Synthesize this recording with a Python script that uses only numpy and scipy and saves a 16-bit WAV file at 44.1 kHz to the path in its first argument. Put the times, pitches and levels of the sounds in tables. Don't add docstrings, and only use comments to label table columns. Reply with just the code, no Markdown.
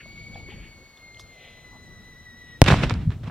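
import sys
import numpy as np
from scipy import signal
from scipy.io import wavfile

SR = 44100
rng = np.random.default_rng(int(sys.argv[2]) if len(sys.argv) > 2 else 0)


def int16_out(signal):
    q = np.round(np.clip(np.atleast_2d(signal).T, -1, 1) * 32767)
    wavfile.write(sys.argv[1], SR, q.astype(np.int16))


def decibels_to_gain(level_db):
    exponent = np.asarray(level_db, float) / 20
    return 10 ** exponent


N = 145530
T = np.arange(N) / SR
BURST_S = 2.6171

# (frequency [Hz], likeness [1 = same in both])
ECHO_LIKENESS = [(60, 0.97), (180, 1.0), (550, 1), (1650, 0.86), (4970, 0.36), (15000, -1)]


def rms_one(x):
    return x / np.sqrt(np.mean(x ** 2) + 1e-20)


def at_hz(points, hz):
    table_hz, values = np.transpose(points)
    return np.interp(np.log(hz), np.log(table_hz), values)


def lean(db):
    return decibels_to_gain([[db / 2], [-db / 2]])


def drift(rate):
    r = np.exp(-2 * np.pi * rate / SR)
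    settled = signal.lfilter([1], [1, -2 * r, r * r], rng.standard_normal(N + SR))[SR:]
    return rms_one(settled)


def cut(x, hz, kind):
    return signal.sosfilt(signal.butter(2, hz, kind, fs=SR, output="sos"), x)


def swells(rows):
    total = 0
    for s, db, rise, fall in rows:
        total = total + decibels_to_gain(db) * np.exp(np.where(T < s, (T - s) / rise, (s - T) / fall))
    return total


def banded(white, colour, likeness, patchy_db, air_db=0):
    out = 0
    edges = 22 * 2 ** np.arange(0, 9.6, .5)
    for k, (low, high) in enumerate(zip(edges, edges[1:])):
        hz = np.sqrt(low * high)
        if colour[0][0] / 1.4 < hz < colour[-1][0] * 1.4:
            band = signal.butter(2, [low, high], "band", fs=SR, output="sos")
            mid, side = signal.sosfilt(band, white[k % 2])
            alike = np.clip(at_hz(likeness, hz), 0, 1)
            gain = decibels_to_gain(at_hz(colour, hz) + patchy_db * drift(14.3)) * decibels_to_gain(-air_db * hz / 1000)
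            out = out + gain * (np.sqrt(1 + alike) * mid + np.sqrt(1 - alike) * side * [[1], [-1]])
    return out


def noise():
    return rng.standard_normal((2, 2, N))


def grains(per_s, spread_db):
    hits = rng.random((2, N)) < per_s / SR
    size = decibels_to_gain(spread_db * np.minimum(rng.exponential(1, (2, N)), 5))
    return hits * size * rng.choice([-1, 1], (2, N))


def air():
    # (time [s], level [dB])
    gusts = [
        (0.0, -51),
        (0.56, -42),
        (0.94, -61.5),
        (1.25, -50.5),
        (1.33, -58.5),
        (1.93, -48.5),
        (2.31, -54),
        (2.59, -49),
    ]
    # (frequency [Hz], level [dB per Hz])
    stir_colour = [(13, -38), (22, -5), (87, -2), (219, -9.5), (545, -24), (600, -26), (780, -62),
                   (1320, -120)]
    # (frequency [Hz], level [dB per Hz])
    hush_colour = [(200, -11.5), (1600, -15.5), (2400, -21.5), (3700, -17.5), (4300, -24.5), (6800, -25),
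                   (8000, -32), (15600, -30.5)]
    # (frequency [Hz], likeness [1 = same in both])
    near_likeness = [(60, 0.8), (180, 0.91), (550, 0.92), (1650, 0.91), (4970, 0.65), (15000, -1.65)]
    gust_s, gust_db = np.transpose(gusts)
    stir = decibels_to_gain(np.interp(T, gust_s, gust_db)) * rms_one(banded(noise(), stir_colour, near_likeness, 1.65))
    hush = decibels_to_gain(-59) * rms_one(banded(noise(), hush_colour, near_likeness, 1.0))
    return stir + hush


def gear():
    # (peak time [s], level [dB], rise [s], fall [s], centre [Hz])
    rubs = [(.008, -46, .01, 0.017, 2040), (.2, -60.5, 0.3, 0.13, 3530), (0.361, -50, 0.027, 0.051, 620),
            (.37, -61, 0.024, 0.11, 3500), (0.511, -46.5, 0.021, 0.034, 2500),
            (.64, -51.5, 0.05, 0.054, 2400), (.8, -56.5, .03, 0.054, 432), (1.198, -57, 0.004, 0.013, 9400),
            (1.203, -47.5, .008, 0.011, 4700), (1.452, -51, 0.094, 0.14, 2640),
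            (1.45, -59, 0.44, 0.38, 558), (1.711, -67.5, 0.013, 0.014, 4770),
            (1.759, -53, 0.047, 0.02, 864), (2.5, -59.5, 0.05, .06, 2800)]
    # (time [s], peak level [dB], pitch [Hz], ring to -60 dB [ms])
    knocks = [(0.057, -29, 630, 16), (0.344, -41, 3410, 28), (.356, -28.5, 773, 24),
              (0.486, -23.5, 367, 21), (.503, -38.5, 3050, 20), (.52, -39, 834, 41), (0.587, -22, 49, 120),
              (0.973, -43.5, 3530, 33), (1.146, -30, 3400, 4), (1.172, -38, 3040, 10),
              (1.195, -27, 3420, 6.8), (1.197, -30, 1130, 10), (1.754, -20, 188, 14)]
    half_band = 2 ** (.9 / 2)
    mid, side = grains(6000, 1.26)
    cloth = mid + 0.12 * side * np.array([[1], [-1]])
    out = 0
    for *hump, hz in rubs:
        band = signal.butter(4, [hz / half_band, hz * half_band], "band", fs=SR, output="sos")
        out = out + swells([hump]) * rms_one(signal.sosfilt(band, cloth))
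    for s, db, hz, ms in knocks:
        u = np.maximum(T - s, 0)
        ring = decibels_to_gain(db - 60000 * u / ms) * np.sin(2 * np.pi * hz * u)
        soft_start = np.tanh(u * hz / 2)
        rattle = 1 + .4 * (hz > 300) * cut(rng.standard_normal(N), 1500, "low") / .27
        out = out + ring * soft_start * rattle
    return out


def roll():
    # (frequency [Hz], level [dB per Hz])
    roll_colour = [(15, -40), (25, -18), (54, -7), (91, 0.5), (134, -1), (348, -31), (394, -52), (500, -55),
                   (650, -81), (1100, -120)]
    level_db, t60_s, rise_s = -16, 1.87, 0.025
    late = np.maximum(T - BURST_S - .015, 0)
    shape = (1 - np.exp(-late / rise_s)) * decibels_to_gain(level_db - 60 * late / t60_s)
    return shape * rms_one(banded(noise(), roll_colour, ECHO_LIKENESS, 3.15))


def thumps():
    # (time [s], peak level [dB], pitch [Hz])
    banks = [(2.672, -26, 120), (2.691, -14.5, 130), (2.717, -7, 151), (2.733, -2.5, 122),
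             (2.809, -13, 122), (2.826, -29, 130), (2.838, -11.5, 148), (2.923, -18.5, 120.4),
             (2.942, -21.5, 118), (2.992, -20.5, 138.5), (3.077, -9.5, 128), (3.096, -14, 108),
             (3.281, -22, 141)]
    bell_cycles = 0.61
    out = 0
    for s, db, hz in banks:
        cycles = (T - s) * hz
        out = out + decibels_to_gain(db) * np.cos(2 * np.pi * cycles) * np.exp(-(cycles / bell_cycles) ** 2)
    return out


def scatter():
    # (peak time [s], level [dB], rise [s], fall [s])
    returns = [(2.648, -29.5, 0.005, 0.0071), (2.664, -23.5, 0.0018, 0.0034), (2.686, -12, 0.0084, 0.0046),
               (2.712, -17.5, 0.011, 0.0094), (2.733, -25, 0.02, 0.026), (2.765, -34.5, .01, 0.053),
               (2.795, -36.5, 0.0052, 0.022), (2.837, -21.5, 0.0093, 0.0098), (2.865, -40, 0.0085, 0.038),
               (2.9, -36, 0.0026, 0.0053), (2.913, -31.5, 0.012, 0.009), (2.955, -43.5, 0.026, 0.018),
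               (3.02, -45.5, 0.034, 0.03), (3.119, -40, 0.0072, 0.019), (3.238, -41, .003, 0.0083),
               (3.275, -38.5, 0.013, 0.02)]
    # (frequency [Hz], level [dB per Hz])
    scatter_colour = [(250, 3), (700, -3), (2500, -4), (3800, -9.5), (4600, -15), (7500, -22.5),
                      (8800, -32), (13000, -36)]
    swarms = [grains(9000, 3.0) for _ in range(2)]
    late = np.maximum(T - BURST_S, 0)
    air_loss = 2.0 * late
    flat = rms_one(banded(swarms, scatter_colour, ECHO_LIKENESS, .8, air_db=air_loss))
    return cut(flat, 13000, "low") * swells(returns) * (late > .004) * lean(-2)


def shock(s, push_ms, damping):
    u = np.maximum(T - s, 0) * 1000 / push_ms
    return (T >= s) * (1 - u) * np.exp(-damping * u)


def slaps():
    # (time [s], peak level [dB], left over right [dB], low edge [Hz])
    faces = [(2.641, -9, -27, 2500), (2.663, -0.5, -3, 1560), (2.703, 5.5, -1, 290), (2.7233, 4, -8, 377),
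             (2.741, 7.5, -1, 292), (2.788, -50, 2, 2000), (2.836, 2.5, -1.5, 523),
             (2.897, -3.5, -15.5, 2140), (2.908, -2.5, -0.5, 800), (2.94, -16, -14, 2470),
             (3.105, -18, -9, 1570), (3.233, -26, -6, 910), (3.281, -31, 2, 250), (3.298, -17, -0.5, 248)]
    push_ms, smear_ms = 0.14, 1.0
    rough = rng.standard_normal((len(faces), 2, 300)) * np.exp(-T[:300] * 1000 / smear_ms)
    rough[:, :, 0] = 4
    out = 0
    for face, (s, db, pan, low_hz) in zip(rough, faces):
        top_hz = 5470 * (low_hz / 1000) ** .45 * np.exp(-0.59 * (s - BURST_S))
        pulse = cut(shock(s, push_ms, 0.51), low_hz, "high")
        pulse = cut(cut(pulse, top_hz, "low"), top_hz, "low")
        smear = face[0] + 0.17 * face
        out = out + decibels_to_gain(db - 19.5) * lean(pan) * signal.fftconvolve([pulse], smear, axes=1)[:, :N]
    return out


def whistle():
    # (time [s], pitch [Hz], level [dB])
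    burn = [
        (0.0, 2200, -50),
        (0.24, 2240, -46),
        (0.93, 2186, -57.5),
        (1.1, 2113, -51.5),
        (1.3, 2126, -52.5),
        (1.34, 2067, -54),
        (1.9, 1975, -53),
        (2.57, 1927, -49.5),
        (2.59, 1936, -62),
    ]
    wobble_hz, flutter_db, haze_db = 14.0, 2.5, -20.5
    s, hz, db = np.transpose(burn)
    db = np.interp(T, s, db)
    pitch = np.interp(T, s, hz) + wobble_hz * (drift(10) + .6 * drift(35))
    phase = 2 * np.pi * np.cumsum(pitch) / SR
    tone = decibels_to_gain(db) * np.sin(phase) * (decibels_to_gain(flutter_db * drift(46)) + decibels_to_gain(haze_db) * drift(180))
    steady = db.mean() + .4 * (db - db.mean())
    for harmonic, below_db in ((2, -7.0), (3, -13.0)):
        tone += decibels_to_gain(steady + below_db + 1.5 * drift(45)) * np.sin(harmonic * phase)
    tone *= np.sqrt(2) * (T < BURST_S)
    return np.array([tone, np.roll(tone, 3)]) * lean(1.6)


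def burst():
    # (delay [ms], height [full scale], push [ms], damping [per push], top [Hz])
    arrivals = [
        (0.0, 34, .47, 1.45, 15000),
        (1.0, 4.0, 2.7, 1.0, 230),
        (6.3, -.38, 12, 1.5, 1500),
        (8.6, 1.45, 24, 5, 230),
    ]
    # (after [ms], for [ms])
    flips = [
        (.16, .05),
        (.07, .1),
    ]
    x = 0
    for delay_ms, height, push_ms, damping, top_hz in arrivals:
        wave = shock(BURST_S + delay_ms / 1000, push_ms, damping)
        x = x - height * signal.lfilter(*signal.butter(1, top_hz, fs=SR), wave)
    ms = (T - BURST_S - .00006) * 1000
    flip = np.array([np.where((ms > after) & (ms < after + span), -1, 1) for after, span in flips])
    grit = decibels_to_gain(-12.0) * cut(rng.standard_normal((2, N)), 4900, "low") * (ms > 0) * np.exp(-np.abs(ms) / 3.5)
    return np.array([np.roll(x, 3), np.roll(x, 2)]) * flip * lean(.8) + grit


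def scene():
    near = (air() + gear()) * lean(2)
    echoes = roll() + thumps() + scatter() + slaps()
    return near + echoes + whistle() + burst()


def top_cut(x):
    return signal.sosfilt(signal.butter(12, 17040, fs=SR, output="sos"), x)


def record(dry):
    clipped = np.clip(dry, -.98, .98)
    low_pass = signal.cheby2(8, 50, 17500, fs=SR, output="sos")
    return top_cut(signal.sosfilt(low_pass, clipped))


dry = scene()
out = record(dry)
int16_out(out)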